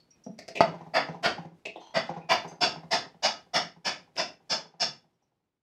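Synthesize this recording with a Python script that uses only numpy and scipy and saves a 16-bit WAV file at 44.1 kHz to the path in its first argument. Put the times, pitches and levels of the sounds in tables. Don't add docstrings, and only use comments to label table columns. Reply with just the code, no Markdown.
import sys
import numpy as np
from scipy import signal
from scipy.fft import rfft, irfft
from scipy.io import wavfile
from scipy.ndimage import uniform_filter1d

SR = 44100
rng = np.random.default_rng(int(sys.argv[2]) if len(sys.argv) > 2 else 0)


def materialize(psi):
    bounded = np.clip(np.atleast_2d(psi).T, -1, 1)
    quanta = np.round(bounded * 32767).astype(np.int16)
    wavfile.write(sys.argv[1], SR, quanta)


def invert_db(level):
    return 10 ** (np.asarray(level, dtype=float) / 20)


N = 247828
LONG, SHORT = 2 ** 14, 2 ** 12
HALF = LONG // 2


def unit(x):
    return x / np.sqrt(np.sum(x ** 2))


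def add(out, s, x):
    i = int(s * SR)
    out[i:i + len(x)] += x[:N - i]


def on_log(points, size):
    hz, value = np.transpose(points)
    bins_hz = np.fft.rfftfreq(size, 1 / SR)
    return np.interp(np.log(bins_hz + 1), np.log(hz), value)


def causal(points):
    cepstrum = irfft(np.log(invert_db(on_log(points, 4096))))
    cepstrum[1:2048] *= 2
    cepstrum[2049:] = 0
    return unit(irfft(np.exp(rfft(cepstrum))))


def ring(modes, scatter_db, shorten=1, size=HALF, detune=0.0032):
    hz, db, t60 = np.transpose(modes)[:, :, None]
    level_luck, pitch_luck = rng.standard_normal((2, len(hz), 1))
    t = np.arange(size) / SR
    envelope = invert_db(db + scatter_db * level_luck - 60 * t / (shorten * t60))
    return np.sum(envelope * np.sin(2 * np.pi * hz * (1 + detune * pitch_luck) * t), axis=0)


def burst(linger_s, rise_s, spikiness):
    t, noise = np.arange(SHORT) / SR, rng.standard_normal(SHORT)
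    ticks = noise * np.abs(noise) ** (spikiness - 1)
    return unit(ticks * (1 - np.exp(-t / rise_s)) * np.exp(-t / max(linger_s, .001)))


# (frequency [Hz], t60 [s])
ROOM_DECAY = [(80, 0.58), (250, 0.4), (700, 0.25), (2000, 0.29), (5000, 0.25), (12000, 0.12)]


def reflections():
    noise, t = rfft(rng.standard_normal(LONG)), np.arange(LONG) / SR
    hz = [f for f, _ in ROOM_DECAY]
    tail = np.zeros(LONG)
    for share, (_, t60) in zip(np.eye(len(hz)), ROOM_DECAY):
        band = irfft(noise * on_log(list(zip(hz, share)), LONG))
        tail += band * invert_db(-60 * t / t60)
    return unit(tail)


def room(x, tail, wet_db, echo_db, shade_db=0):
    t = np.arange(LONG) / SR
    path = invert_db(wet_db) * unit(tail * (1 - np.exp(-t / 0.0029)) * np.exp(-(t / 0.29) ** 4))
    cluster = np.exp(-((t - 0.033) / .004) ** 2)
    path += invert_db(echo_db) * uniform_filter1d(unit(tail * cluster), size=9)
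    path[0] += invert_db(shade_db)
    path[:16] += (1 - invert_db(shade_db)) * np.hanning(16) / 7.5
    return signal.fftconvolve(x, path)


# (frequency [Hz], density [dB per Hz])
HUSH_COLOUR = [(15, -57), (25, -19), (146, -0.5), (394, -6.5), (1810, -21.5), (2130, -21), (5420, -28),
               (15000, -41)]
# (time [s], level [dB])
HUSH_LEVEL = [
    (0, -71.5),
    (0.6, -65.5),
    (1.6, -69),
    (3.201, -67),
    (4.799, -73),
    (5.1, -73.5),
    (5.3, -81.5),
    (5.62, -89),
]


def air():
    hush = irfft(rfft(rng.standard_normal(N)) * invert_db(on_log(HUSH_COLOUR, N)), N)
    steps = np.repeat(rng.standard_normal(N // 16 + 1), 16)[:N]
    flutter_db = 30 * uniform_filter1d(steps, size=3000)
    level_db = np.interp(np.arange(N) / SR, *np.transpose(HUSH_LEVEL))
    return unit(hush) * np.sqrt(N) * invert_db(level_db + flutter_db)


# (time [s], level [dB], t60 [s], part)
JINGLES = [(0., -68.5, .04, "nut"), (0.104, -69, .07, "washer"), (0.112, -70, .08, "shim"),
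           (.236, -63, .16, "washer"), (.39, -57, .035, "pin"), (.8, -73, .06, "pin"),
           (0.554, -69.5, .2, "spring"), (1.654, -85, .15, "spring"), (1.76, -57.5, .18, "plate"),
           (1.80, -56, .4, "collar"), (1.83, -59, .4, "collar"), (1.86, -60, .35, "collar"),
           (2.215, -57.5, .03, "shim"), (2.427, -71.5, .2, "spring"), (2.475, -50.5, .22, "bolt"),
           (5.13, -92, .09, "washer"), (5.22, -90, .1, "washer")]
PART_MODES = {"washer": [(4600, -13), (5300, -1), (5750, 5), (5950, -5.5), (6300, -11)],
              "pin": [(2045, 1.5)], "shim": [(2480, -2.5)], "nut": [(4480, 4), (5350, -3), (6240, -6)],
              "spring": [(10160, -3), (12600, -2.5)], "plate": [(1977, -2), (3530, 2), (5420, -19),
              (13600, -33)], "collar": [(3235, 1.5), (4160, -4), (6100, -2)], "bolt": [(4950, 1.5),
              (6250, -3.5), (7800, -16.5), (8440, -20), (11100, -24.5), (12700, -31)]}


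def jingles(walls):
    out = np.zeros(N)
    for s, db, t60, part in JINGLES:
        for hz, own_db in PART_MODES[part]:
            pair = [(hz, own_db, .03), (hz, own_db - 11.0, .03)]
            cluster = ring(pair, scatter_db=4.0, detune=.013, size=2048)
            linger_s = t60 * (5000 / hz) ** .8 / np.log(1000)
            chatter = burst(linger_s, rise_s=.004, spikiness=1.7)
            add(out, s, invert_db(db + 4) * signal.fftconvolve(chatter, cluster))
    return room(out, walls, wet_db=-4.5, echo_db=-14)[:N]


# (time [s], level [dB], linger [s], kind)
TAPS = [(.263, -34.5, 0.0044, "palm"), (.380, -61, 0.006, "shaft"), (0.387, -44, 0.0045, "shaft"),
        (.423, -62, 0.0044, "shaft"), (0.478, -42, 0.01, "shaft"), (0.551, -35, 0.013, "face"),
        (0.569, -35.5, 0.0095, "face"), (0.596, -46, .004, "palm"), (1.652, -35, 0.0092, "face"),
        (1.756, -40.5, 0.0095, "slide"), (1.81, -50, 0.015, "drag"), (1.862, -53, 0.037, "drag"),
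        (2.326, -51.5, .003, "tick"), (4.155, -55.5, 0.0093, "shaft"), (4.163, -34, 0.02, "face")]
TAP_KINDS = ("palm", "shaft", "face", "slide", "drag", "tick")
# (frequency [Hz], density [dB per Hz])
TAP_COLOURS = [
    [(40, -45), (120, -11), (250, 0.5), (420, -6.5), (800, -12.5), (1100, -37.5), (3000, -55.5),
     (14000, -83.5)],
    [(45, -5), (270, -2.5), (674, 4.5), (1000, -21), (1970, -6), (3560, -19), (4900, -4.5), (13000, -37)],
    [(60, -36.5), (180, -13), (689, -4.5), (1400, -39.5), (2590, -4.5), (3100, -17.5), (7060, -31.5),
     (13500, -60.5)],
    [(60, -42), (325, 0), (927, -5), (1220, -29), (2210, -46), (3400, -15.5), (4580, -44), (14000, -63)],
    [(60, -45), (390, -20), (906, 5), (1220, -16), (2470, -30), (3110, -26), (6160, -23.5), (14000, -84.5)],
    [(6000, -30.5), (11000, -15), (14500, -5.5), (16000, -9.5)],
]


def taps(walls):
    out, colours = np.zeros(N), dict(zip(TAP_KINDS, map(causal, TAP_COLOURS)))
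    for s, db, linger_s, kind in TAPS:
        scrape = burst(linger_s, rise_s=0.0045, spikiness=3.6)
        add(out, s, invert_db(db + 27) * signal.fftconvolve(scrape, colours[kind]))
    return room(out, walls, wet_db=-4.5, echo_db=-14.5)[:N]


# (frequency [Hz], level [dB], t60 [s])
SHELL_MODES = [(277.1, -15.5, 1), (645.6, -4.5, 0.9), (689, -15, 0.16), (895.5, -4, 0.94), (949, -1, 0.18),
               (1026, 3, 0.078), (1066, -20, 0.088), (1274, -8, 0.97), (1588, -11.5, 1), (1744, -9.5, 0.87),
               (1997, -2.5, 0.13), (2654, -27, 0.22), (2925, -4.5, 0.29), (3463, 3.5, 0.3),
               (3555, -6, 0.32), (5200, -15, 0.66), (4760, -6, 0.31), (4640, -14.5, 0.81),
               (5410, 11, 0.024), (5200, -1, 0.21), (5257, 5.5, 0.067), (5230, -3.5, 0.43),
               (5230, -1.5, 0.074), (5664, -4, 0.047), (6523, -12.5, 0.24), (5900, -11, 0.14),
               (6480, -14, 0.18), (6560, -5.5, 0.57), (6340, -16, 0.4), (7570, -7.5, 0.23)]


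def shell_ring():
    noise = uniform_filter1d(rng.standard_normal(HALF), size=150)
    buzz = unit(noise) * np.sqrt(HALF)
    fade = np.exp(-(np.arange(HALF) / SR / .16) ** 4)
    modes = ring(SHELL_MODES, scatter_db=1.5, shorten=0.24, detune=.008)
    return unit(modes * (1 + 1.2 * buzz) * fade)


# (frequency [Hz], level [dB], t60 [s])
THUMP_MODES = [(710, 8.5, 0.085), (600.7, -7, 0.1), (750, -12.5, .08), (469.8, -8, 0.015),
               (439, -10, 0.055), (648, -8.5, 0.078), (1590, -10.5, .07), (1751, -19, 0.13),
               (2960, -13, 0.026)]


def thump():
    modes = ring(THUMP_MODES, scatter_db=3.5, detune=0.015, shorten=0.34)
    return unit(np.convolve(modes, np.hanning(12))[:HALF])


# (time [s], level [dB], crack over thud [dB], ring over thud [dB])
BLOWS = [(0.6067, -14, -8.5, -20.5), (.935, -5, 1.5, -12), (1.227, -6.5, 2.5, -6.5),
         (1.939, -8.5, 4.5, -7.5), (2.288, -3.5, 6, -4), (2.605, -4, 2.3, 0.5), (2.906, -4.5, 5.5, 3),
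         (3.223, -3.5, 8.5, 5), (3.533, -5, 5.5, 2.5), (3.844, -7, 9.5, 4), (4.168, -9, 3, 3),
         (4.493, -7.5, 2.8, 8), (4.796, -7.5, 2.5, 8)]
# (frequency [Hz], density [dB per Hz])
CRACK = [(40, -47), (150, -8.5), (380, -21.5), (700, 5), (900, -9), (1250, -12.5), (2850, -13.5),
         (4100, -17), (4600, -3), (5300, -5), (5900, -14.5), (7500, -26.5), (13100, -55), (15600, -83.5)]
SHARES_HZ = (600, 2200, 4500, 5400, 10000)


def mallet(walls):
    out, crack = np.zeros(N), causal(CRACK)
    for s, db, crack_db, ring_db in BLOWS:
        lean_db = -4.5 + 1.32 * s
        top_db = (crack_db + ring_db) / 2 - 3
        shares_db = (0, crack_db, ring_db - lean_db, ring_db + lean_db, top_db)
        blow = shell_ring() + invert_db(-7) * thump()
        add(blow, 0, invert_db(4.0) * crack)
        grit = burst(linger_s=0.0021, rise_s=0.001, spikiness=0.77)
        add(blow, 0, invert_db(4) * signal.fftconvolve(grit, crack))
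        blow = signal.fftconvolve(blow, causal(list(zip(SHARES_HZ, shares_db))))
        tail = walls + 1.065 * reflections()
        heard = room(blow, tail, wet_db=-3.5, echo_db=-20.5, shade_db=-9)
        add(out, s, invert_db(db + 10.0) * heard)
    return out


# (first landing [s], gap [s], boom [dB], knock [dB])
ROCKS = [(.674, 0.064, -34.5, -33.5), (0.805, 0.056, -38.5, -41.5), (1.083, 0.059, -33.5, -33.5),
         (1.379, 0.067, -35, -37.5), (2.09, .072, -32.5, -30), (2.444, 0.068, -40.5, -35),
         (2.757, 0.074, -36, -39.5), (3.056, 0.085, -50.5, -49), (3.386, 0.074, -60.5, -54.5),
         (3.63, 0.13, -45, -51), (4.003, 0.071, -62.5, -56), (4.297, .104, -57, -54.5),
         (4.604, 0.048, -56.5, -47.5), (4.736, 0.049, -58.5, -56.5), (4.942, 0.097, -61.5, -59.5),
         (5.22, 0.096, -78.5, -72), (5.399, .079, -84.5, -85)]


def landings():
    return [(s + gap * k, boom_db - 3.5 * k ** 2, knock_db - 5.5 * k ** 2)
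            for s, gap, boom_db, knock_db in ROCKS for k in range(3)]


# (frequency [Hz], level [dB], t60 [s])
BENCH_BOOM = [(165.9, 5, 0.12), (150, -10, 0.027), (240, -5, 0.079), (90, -10.5, 0.1)]
# (frequency [Hz], level [dB], t60 [s])
BENCH_KNOCK = [(803.6, 14, 0.031), (600, -8.5, 0.027), (885, -15.5, 0.019), (970, 10.5, 0.022),
               (353.5, -10, 0.21), (2090, -18.5, 0.072), (4720, -31, 0.075)]
# (frequency [Hz], level [dB])
RATTLE = [(100, -30.5), (250, 8), (800, 7), (1200, -4.5), (2400, -16), (4200, -23.5), (6300, -20.5),
          (7500, -38.5), (12000, -54.5)]


def rocking(walls):
    boom, out = np.zeros(N), np.zeros(N)
    t = np.arange(HALF) / SR
    swell, cushion = 1 - np.exp(-(t / 0.017) ** 2), 1 - np.exp(-(t / 0.0043) ** 2)
    rattle = causal(RATTLE)
    chatter = causal([(500, -18), (1500, 3.5), (4500, -7.5), (7000, -18), (12000, -46.5)])
    for s, boom_db, knock_db in landings():
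        low = swell * ring(BENCH_BOOM, scatter_db=1.0, detune=0.011)
        add(boom, s, invert_db(boom_db + 10.5) * low)
        knock = cushion * ring(BENCH_KNOCK, scatter_db=1.5, detune=0.0083)
        add(out, s, invert_db(knock_db - 3) * knock)
        hits = burst(linger_s=0.012, rise_s=.008, spikiness=2.4)
        add(out, s, invert_db(knock_db + 20) * signal.fftconvolve(hits, rattle))
        hits = burst(linger_s=0.016, rise_s=.03, spikiness=2.2)
        add(out, max(s - .03, 0), invert_db(knock_db + 5) * signal.fftconvolve(hits, chatter))
    return boom + room(out, walls, wet_db=-5, echo_db=-23.0)[:N]


def scene():
    walls = reflections()
    return (jingles(walls) + taps(walls) + mallet(walls) + rocking(walls))[None]


def gain_control():
    gain, t = np.ones(N), np.arange(SHORT) / SR
    add(gain, BLOWS[0][0], (invert_db(6.5) - 1) * np.exp(-(t / 0.012) ** 4))
    reopening = np.clip(t / 0.035, .003, 1) ** 1.356
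    for s, *_ in BLOWS[1:]:
        add(gain, s - .0005, reopening - 1)
    return gain


# (frequency [Hz], level [dB])
MIC = [(20, -51.5), (45, -25), (80, -9.5), (130, -5), (200, -3.5), (400, 2.5), (13700, 2.5), (14100, -8.5),
       (16000, -15.5)]


def microphone(x):
    return signal.fftconvolve(x, causal(MIC))[:N]


def low_pass(x):
    return signal.sosfilt(signal.butter(12, 15710, fs=SR, output="sos"), x)


def record(dry):
    heard = microphone(dry[0] * gain_control()) + air()
    return low_pass(heard[None])


dry = scene()
out = record(dry)
materialize(out)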